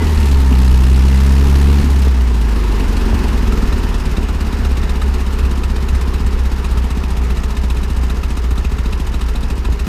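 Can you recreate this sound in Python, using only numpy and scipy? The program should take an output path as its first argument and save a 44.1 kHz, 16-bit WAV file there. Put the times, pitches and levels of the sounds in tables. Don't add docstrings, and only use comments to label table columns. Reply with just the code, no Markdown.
import sys
import numpy as np
from scipy import signal
from scipy.io import wavfile

SR = 44100
rng = np.random.default_rng(int(sys.argv[2]) if len(sys.argv) > 2 else 0)


def bounce(signal):
    frames = np.transpose(np.atleast_2d(signal))
    limited = np.clip(frames, -1, 1)
    pcm = np.round(limited * 32767).astype(np.int16)
    wavfile.write(sys.argv[1], SR, pcm)


def decibels_to_gain(level_db):
    exponent = np.asarray(level_db, float) / 20
    return 10 ** exponent


N = 435692


def in_time(rows):
    s, *columns = np.transpose(rows)
    return [np.interp(np.arange(N) / SR, s, c) for c in columns]


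def rms_one(x):
    return x / np.sqrt(np.mean(x ** 2) + 1e-20)


def at_hz(points, hz):
    point_hz, db = np.transpose(points)
    return np.interp(np.log(hz), np.log(point_hz), db)


def drift(rate):
    r = np.exp(-80 * np.pi * rate / SR)
    slow = signal.lfilter([1], [1, -2 * r, r * r], rng.standard_normal(N // 40 + 2002))[2000:]
    return np.interp(np.arange(N) / 40, np.arange(len(slow)), rms_one(slow))


def resonance(x, hz, width_hz):
    r = np.exp(-np.pi * width_hz / SR)
    zeros = np.array([1, 0, -1]) * (1 - r * r) / 2
    poles = [1, -2 * r * np.cos(2 * np.pi * hz / SR), r * r]
    return signal.lfilter(zeros, poles, x + 1e-18)


def double_resonance(x, hz, width_hz):
    return resonance(resonance(x, hz, width_hz), hz, width_hz)


def swell(clicks, rise_s, fall_s):
    a, b = np.exp(-1 / (rise_s * SR)), np.exp(-1 / (fall_s * SR))
    return signal.lfilter([1 - a], np.convolve([1, -a], [1, -b]), clicks + 1e-18)


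def band_pass(x, low, high):
    return signal.sosfilt(signal.butter(2, [low, high], "band", fs=SR, output="sos"), x)


def bands(low_hz):
    edges = low_hz * 2 ** np.arange(0, np.log2(19000 / low_hz), 1 / 3)
    white = rng.standard_normal((2, N))
    for k, (low, high) in enumerate(zip(edges, edges[1:])):
        yield np.sqrt(low * high), band_pass(white[k % 2], low, high)


PULLING_DB = [-4, 2, 5, 0]


def firings(turns, uneven, uneven_db, late):
    at = np.flatnonzero(np.diff(np.floor(turns)) > 0)
    cylinder = np.floor(turns[at + 1]).astype(int) % 4
    u = np.clip(uneven[at], 0, 1)
    delay = u * np.take(late, cylinder) / (turns[at + 1] - turns[at])
    db = u * np.take(uneven_db, cylinder) + (1 - u) * np.take(PULLING_DB, cylinder)
    return np.minimum(at + delay.astype(int), N - 1), db


def strikes(at, db, scatter_db):
    clicks = np.zeros(N)
    clicks[at] = decibels_to_gain(db + scatter_db * rng.uniform(-1, 1, 600)[:len(at)])
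    return clicks


def rumble():
    white = rng.standard_normal(N) * decibels_to_gain(2.5 * drift(6))
    return rms_one(band_pass(white, 16, 55)), rms_one(double_resonance(white, 66, 24))


# (time [s], whistle [Hz], whistle level [dB], shroud howl level [dB])
WHISTLE = [(0, 2020, -35, -37), (.1, 1940, -36, -35), (.22, 1870, -41, -37), (.35, 1760, -48, -39),
           (.5, 1700, -60, -34), (.65, 1700, -80, -40), (1, 1700, -90, -46), (9.88, 1700, -90, -70)]


def whistle():
    hz, db, howl_db = in_time(WHISTLE)
    phase = 2 * np.pi * np.cumsum(hz + 10 * drift(30)) / SR
    tone = decibels_to_gain(db + 2.5 * drift(25)) * np.sin(phase)
    howl = rms_one(double_resonance(rng.standard_normal(N), 903, 140))
    return tone + decibels_to_gain(howl_db) * howl


# (time [s], low thud [dB], body ring [dB], knock [dB])
BUMPS = [(0.023, -14, -36, -37), (0.154, -13, -28, -30), (0.519, -21, -34, -17), (1.278, -26, -33, -30),
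         (1.549, -33, -20, -30), (1.8, -15, -12, -20), (2.071, -27, -17, -8), (2.31, -28, -29, -18),
         (2.85, -11, -19, -24), (2.968, -19, -31, -32), (3.13, -25, -6, -12), (3.722, -22, -11, -13),
         (4.182, -30, -25, -11), (4.621, -16, -12, -21), (5.432, -41, -12.5, -33), (5.93, -39, -12, -41),
         (6.247, -38, -12.5, -32), (6.77, -37, -13, -26), (7.228, -16, -24, -26), (8.0, -36, -19, -28),
         (8.52, -30, -13, -22), (9.35, -37, -25, -17), (9.688, -32, -10, -15)]
# (frequency [Hz], width [Hz])
BODY = [
    (32, 6.1),
    (66, 16),
    (170, 104),
]


def bumps():
    out = np.zeros(N)
    at = [round(row[0] * SR) for row in BUMPS]
    for k, (hz, width_hz) in enumerate(BODY):
        clicks = np.zeros(N)
        clicks[at] = decibels_to_gain(np.array(BUMPS)[:, k + 1]) * SR / (2 * np.pi * width_hz)
        out += resonance(resonance(clicks, hz, 4 * width_hz), hz, width_hz) * 1.82
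    return out


# (time [s], level [dB])
CLUNKS = [
    (0.512, -13),
    (1.835, -15),
    (1.86, -20),
]


def clunks():
    ring_hz, width_hz = 239, 49
    clicks = np.zeros(N)
    for s, db in CLUNKS:
        clicks[round(s * SR)] = decibels_to_gain(db) * SR * np.e / (2 * np.pi * width_hz)
    return double_resonance(clicks, ring_hz, width_hz)


# (place in the cycle [firings], level [dB])
VALVES = [(.72, 0), (1.22, -1.5), (2.48, -4), (3.12, 2), (3.5, -1)]


def valves(turns, uneven):
    level_db, tick_hz = -51, 5000
    clicks = np.zeros(N)
    for place, db in VALVES:
        at = np.flatnonzero(np.diff(np.floor((turns - place) / 4)) > 0)
        clicks += strikes(at, db, scatter_db=5.0)
    ticks = swell(clicks, .002, 0.0027) * rng.standard_normal(N)
    ring = resonance(ticks, tick_hz, 3100) + 1.3 * resonance(ticks, tick_hz, 350)
    return decibels_to_gain(level_db) * uneven * rms_one(ring)


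# (time [s], high ring peak [dB], middle ring [dB], low ring [dB])
RATTLES = [(3.5231, -27, -31, -27), (3.6233, -31, -36, -30), (3.727, -24, -34, -29),
           (3.9421, -35, -34, -31), (4.1691, -27, -30, -30), (4.2878, -35, -32, -27),
           (4.6495, -31, -32, -31), (4.7707, -31, -42, -33), (4.8321, -30, -34, -28),
           (4.8939, -25, -36, -36), (4.955, -33, -41, -35), (5.0182, -28, -37, -28),
           (5.1409, -38, -31, -36), (5.3918, -38, -33, -38), (5.4522, -31, -31, -44),
           (5.6377, -26, -29, -29), (5.766, -31, -36, -33), (5.887, -29, -41, -31), (6.0123, -37, -46, -42),
           (6.4526, -31, -41, -32), (6.646, -31, -31, -38), (6.7752, -33, -36, -35),
           (6.9056, -39, -40, -31), (7.0366, -41, -39, -39), (7.304, -35, -31, -30),
           (7.4354, -34, -34, -32), (7.5677, -30, -34, -42), (7.7023, -36, -31, -37),
           (7.7689, -32, -30, -41), (7.8323, -37, -32, -38), (8.0996, -28, -34, -30),
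           (8.2355, -38, -32, -32), (8.372, -35, -41, -32), (8.509, -40, -40, -38),
           (8.5781, -25.5, -41, -31), (8.65, -33, -28, -35), (8.7861, -41, -40, -41),
           (8.8564, -28, -33, -39), (8.9298, -32, -29, -35), (9.0694, -33, -42, -38),
           (9.1421, -27, -33, -27), (9.2156, -32, -44, -29), (9.287, -32, -40, -41), (9.36, -28, -44, -39),
           (9.4321, -36, -45, -38), (9.506, -39, -46, -34), (9.6521, -26, -31, -36),
           (9.7948, -37, -29, -31)]
# (time [s], high ring peak [dB], middle ring [dB], low ring [dB])
RATTLES_PULLING = [(0.0668, -27, -30, -31), (0.175, -25, -29, -31), (0.2289, -26, -27, -35),
                   (0.3437, -25, -34, -33), (0.402, -35, -34, -37), (0.4669, -38, -35, -42),
                   (0.5253, -32, -26, -32), (0.551, -28, -31, -32), (0.63, -29, -30, -36),
                   (0.6774, -24, -34, -28), (0.7403, -27, -32, -36), (0.7757, -30, -42, -42),
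                   (0.866, -33, -36, -41), (0.8979, -33, -38, -39), (0.943, -22, -40, -39),
                   (1.0825, -28, -32, -42), (1.1249, -34, -31, -38), (1.1758, -33, -38, -40),
                   (1.3045, -29, -36, -37), (1.3628, -29, -35, -40), (1.5554, -23, -33, -36),
                   (1.5958, -26, -31, -36), (1.6966, -30, -33, -31), (1.784, -31, -34, -31),
                   (1.8408, -37, -36, -36), (1.9026, -35, -39, -40), (1.9625, -28, -35, -37),
                   (2.0214, -27, -31, -35), (2.2079, -29, -36, -34), (2.5631, -35, -36, -34),
                   (2.7218, -29, -32, -32), (2.8041, -29, -25, -31), (2.969, -25, -34, -32),
                   (3.0605, -28, -38, -39), (3.148, -29, -31, -30), (3.2396, -29, -36, -32)]
# (at idle [Hz], pulling [Hz], width at idle [Hz], width pulling [Hz], level [dB])
RATTLE_RINGS = [
    (3846, 4250, 130, 270, -6),
    (2585, 2750, 140, 230, -1.5),
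    (1300, 1750, 160, 360, -0.5),
]


def rattles():
    lead_s = .003
    out = np.zeros(N)
    for pulling, table in enumerate((RATTLES, RATTLES_PULLING)):
        rows = np.array(table)
        for k, ring in enumerate(RATTLE_RINGS):
            luck = rng.uniform(-1, 1, (len(rows), 6))
            for j, detune in enumerate((.96, 1.04)):
                touch_s = (.004 * j + .0015 * luck[:, j]) / (1 + pulling)
                at = ((rows[:, 0] - lead_s * (1 - pulling) + touch_s) * SR).astype(int)
                strength = decibels_to_gain(rows[:, k + 1] + ring[4] + 2 * luck[:, j + 2])
                clicks = np.zeros(N + SR)
                clicks[at] = strength * np.sign(luck[:, j + 4])
                hz, width_hz = detune * ring[pulling], ring[2 + pulling]
                peak_one = SR * np.e / (2 * np.pi * width_hz)
                out += double_resonance(clicks[:N], hz, width_hz) * peak_one
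    return out


# (frequency [Hz], level per Hz [dB])
PUFF = [(90, -29), (250, 7), (450, -39), (650, -8.5), (1000, -26), (2000, -10.5), (3400, -11),
        (5000, -13.5), (8000, -15.5), (12000, -19), (15500, -29)]
# (frequency [Hz], level per Hz [dB])
ROAR = [(60, -30), (90, -20), (200, -9), (320, -18), (400, -11.5), (450, -12.5), (520, -26), (640, -25),
        (940, -21.5), (1650, -26.5), (2830, -33), (3400, -36.5), (5000, -37), (8000, -47), (15500, -52)]
# (frequency [Hz], width [Hz], level under puffs [dB], level under the fan [dB])
TIN = [(940, 240, -8, -11), (1280, 170, -9, -20), (1780, 110, -14, -20), (2550, 160, -11, -22),
       (2850, 280, -17, -19), (3850, 400, -10, -26), (5000, 400, -19, -30), (6600, 500, -16, -40),
       (8000, 700, -13, -42)]
PUFF_LATE = [0.083, 0.4, 0.026, 0.48]


def air(turns, load, uneven, second_db, puff_db, roar_db):
    lead = turns + 0.33 + .5 * load
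    at, db = firings(lead, uneven * (1 - 0.62 * load), [7, -22, 9, -6], PUFF_LATE)
    second_best = lead[at] % 4 < 1
    db = db + 2 * rng.uniform(-1, 1, 600)[:len(at)] + second_db[at] * second_best
    patches = [1 + 0.11 * drift(3.0) + 0.12 * drift(12) for k in range(5)]
    before_weak = (.5 + .5 * np.cos(np.pi * (turns - .88))) ** 14
    hush = 1 - .55 * np.clip(uneven, 0, 1) * before_weak
    hiss, roar = 0, 0
    for k, (hz, noise) in enumerate(bands(87.8)):
        noise = noise * hush if hz > 2500 else noise
        blows = swell(strikes(at, db, scatter_db=3.0), .0065, .0066)
        hiss = hiss + decibels_to_gain(at_hz(PUFF, hz)) * noise * blows
        roar = roar + decibels_to_gain(at_hz(ROAR, hz)) * noise * patches[k % 5]
    hiss, roar = rms_one(hiss), rms_one(roar)
    for hz, width_hz, blown_db, fan_db in TIN:
        noise = resonance(rng.standard_normal(N), hz, width_hz)
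        blows = swell(strikes(at, 1.3 * db, scatter_db=4.0), .005, .005)
        blown = rms_one(resonance(noise * blows, hz, width_hz))
        hiss = hiss + decibels_to_gain(blown_db - 5 * load - 5 * (1 - uneven)) * blown
        roar = roar + decibels_to_gain(fan_db) * rms_one(noise)
    shut = (.5 + .5 * np.cos(2 * np.pi * (turns - .12))) ** 2
    puffs = decibels_to_gain(puff_db - 2.5) * hiss * (1 - (0.17 + 0.24 * load) * shut)
    return puffs + decibels_to_gain(roar_db + 5.5) * roar * (1 - 0.45 * load * shut)


# (frequency [Hz], width [Hz], level [dB])
PIPE = [(130, 15, -27), (179, 34, -37), (212.2, 41, 3.5), (251, 122, -1.5), (368.2, 21, -1),
        (415.5, 57, -6)]
# (time [s], lead [firings])
KNOCK_LEAD = [(0, .25), (.58, .55), (1.8, .55), (2.15, .26), (2.7, .18), (3.1, .12), (3.9, .13), (4.6, .18),
              (7, .18), (7.6, .15), (9.88, .15)]
KNOCK_LATE = [0, .1, 0, .1]


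def pipe(turns, load, uneven):
    at, db = firings(turns + in_time(KNOCK_LEAD)[0], uneven, [1, -10.5, -1.5, -8], KNOCK_LATE)
    knocks = -strikes(at, db, scatter_db=3.0)
    gas = swell(strikes(at, db, scatter_db=-9.5), 0.0015, 0.022) * rng.standard_normal(N)
    drive = rms_one(knocks) + 0.5 * rms_one(gas)
    ring = np.zeros(N)
    for k, (hz, width_hz, level_db) in enumerate(PIPE):
        ring += decibels_to_gain(level_db) * (-1) ** k * double_resonance(drive, hz, width_hz)
    thump = double_resonance(knocks * uneven ** 2, 136, 150)
    return rms_one(ring), rms_one(thump)


# (frequency [Hz], level [dB])
CABIN = [(27, -24.5), (40, -16.5), (50, -5), (62, 0.5), (70, -3), (80, -11.5), (110, -19), (170, -19)]
# (multiple of the firing rate, level at the body's peak [dB], gain when pulling [dB],
# share of the body's colour, share of a surge)
BOOM_ORDERS = [(1, -9.5, 1.5, 0.46, -0.1), (1.5, -15, -7, 1.37, 0.089), (2, -18.5, 16, 1.055, 0.71),
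               (2.5, -19.5, -2.5, 0.81, -1)]
BOOM_LAG = [(0, 0), (.24, .5), (.29, .38), (.59, .8)]
# (time [s], level [dB])
SURGES = [(4.21, -2.5), (4.7, 7), (5.09, 7.5), (5.44, 3.5), (5.95, 4), (6.44, 7.5), (6.8, 6), (7.26, 9),
          (7.69, 7), (8.04, 6), (8.5, 8), (8.86, 4), (9.28, 5), (9.71, 5.5)]
# (multiple of the firing rate, lag [turns], coasting level [dB], pulling level [dB])
WEAK = [(.5, -.2, -38, -35), (.75, -.42, -42, -40), (1.25, -.1, -44, -45), (2.25, .13, -34, -44),
        (3, -.4, -42, -24), (3.5, .21, -50, -38), (4, .19, -48, -28), (5, -.4, -55, -43),
        (5.5, .06, -60, -41), (6, .14, -60, -41), (6.5, .5, -44, -60)]
# (time [s], level [dB])
ROCKING = [(0, -45), (2, -40), (2.3, -27), (3.2, -25), (4, -38), (4.6, -60), (9.88, -60)]


def boom(turns, rate, load):
    out, t = np.zeros(N), np.arange(N) / SR
    surge_s, waver_db, revs_db = 0.053, 0.32, 2
    surge_db = sum(db * np.exp(-.5 * ((t - s) / surge_s) ** 2) for s, db in SURGES)
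    for (order, db, pull_db, colour, surges), (coast, pull) in zip(BOOM_ORDERS, BOOM_LAG):
        db = db + pull_db * load + colour * at_hz(CABIN, order * rate) + surges * surge_db
        db = db + waver_db * (order - .5) * drift(7.0)
        if order == 1:
            db = db + revs_db * np.log2(rate / 62)
        lag = coast + load * (pull - coast)
        out += decibels_to_gain(db) * np.cos(2 * np.pi * (order * turns - lag))
    for order, lag, coast_db, pull_db in WEAK:
        db = coast_db + load * (pull_db - coast_db) + 1.5 * (1 - .7 * load) * drift(3)
        out += decibels_to_gain(db) * np.cos(2 * np.pi * (order * turns - lag))
    out += decibels_to_gain(in_time(ROCKING)[0]) * np.cos(np.pi * turns - .9)
    return np.sqrt(2) * out


# (time [s], firing rate [1/s])
SPEED = [(0.0, 80.96), (0.29, 69.34), (0.52, 64.09), (0.77, 63.43), (1.2, 66.97), (1.77, 70.42),
         (2.02, 67.16), (2.52, 53.09), (2.88, 47.05), (3.9, 36.3), (4.32, 33.61), (4.6, 32.72),
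         (6.43, 31.64), (7.15, 29.92), (7.85, 30.32), (8.16, 29.62), (9.55, 27.19), (9.88, 27.84)]
# (time [s], load [0-1], unevenness of the cylinders [0-1], second-best cylinder's puff [dB])
THROTTLE = [(0, 0.34, 0.3, 4), (.3, 0.62, 0.06, 16), (.5, 0.77, 0, -2), (.58, 1, 0.44, 6.5),
            (1.8, 0.94, 0.14, 4.5), (1.87, 0.56, 0.36, -2), (2.03, 0.65, 0.6, 8), (2.15, 0.26, 0.64, -4),
            (2.4, 0.12, 0.4, -1), (3, 0.15, 0.33, 7), (4.5, 0.11, 0.81, -0.5), (5.4, 0.07, 0.69, 2.5),
            (5.7, 0.14, 0.89, 2), (6.3, 0, 0.81, -2), (7, 0.04, 1.03, 0), (9.88, 0.08, 1.3, -0.5)]
# (time [s], level [dB])
GEAR = [(0, 1.5), (.15, 0), (.48, -0.5), (.6, 1), (1.75, 2), (2.07, -1), (2.4, 0), (2.8, 0.5), (3.1, 1.5),
        (3.75, 0.5), (4.4, -1), (5.7, -2), (7.3, -3), (8.5, -3.5), (9.88, -4)]


def scene():
    rate, = in_time(SPEED)
    turns = np.cumsum(rate) / SR + .1
    load, uneven, second_db = in_time(THROTTLE)
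    gear_db, = in_time(GEAR)
    pipe_db = -24.5 + 3.35 * gear_db - 10.5 * load
    puff_db = -39 + 0.19 * gear_db + 3.9 * load
    roar_db = -32 + 1.15 * gear_db - 0.89 * load
    rumble_db = -21 + 0.24 * gear_db + 0.69 * load

    low, body = rumble()
    wind = decibels_to_gain(rumble_db - 4 * uneven) * low + decibels_to_gain(-32) * body
    ring, thump = pipe(turns, load, uneven)
    exhaust = decibels_to_gain(pipe_db) * (decibels_to_gain(-2.5) * ring + decibels_to_gain(2) * thump)
    engine = boom(turns, rate, load) + exhaust + air(turns, load, uneven, second_db, puff_db, roar_db)
    mechanics = whistle() + clunks() + rattles() + valves(turns, uneven)
    return (engine + wind + bumps() + mechanics)[None]


def roll_off(x):
    return signal.sosfilt(signal.butter(12, 15780, fs=SR, output="sos"), x)


def record(dry):
    duck_s, duck_db, attack_s, recover_s = 2.085, -2, 0.0041, 0.63
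    since = np.arange(N) / SR - duck_s
    recovery = np.exp(-np.maximum(since, 0) / recover_s)
    ducked = dry * decibels_to_gain(duck_db * np.clip(since / attack_s, 0, 1) * recovery)
    rounded = 1.8 * np.tanh(ducked / 1.8)
    mix = signal.sosfilt(signal.cheby2(16, 60, 15900, fs=SR, output="sos"), rounded)
    return roll_off(mix)


dry = scene()
out = record(dry)
bounce(out)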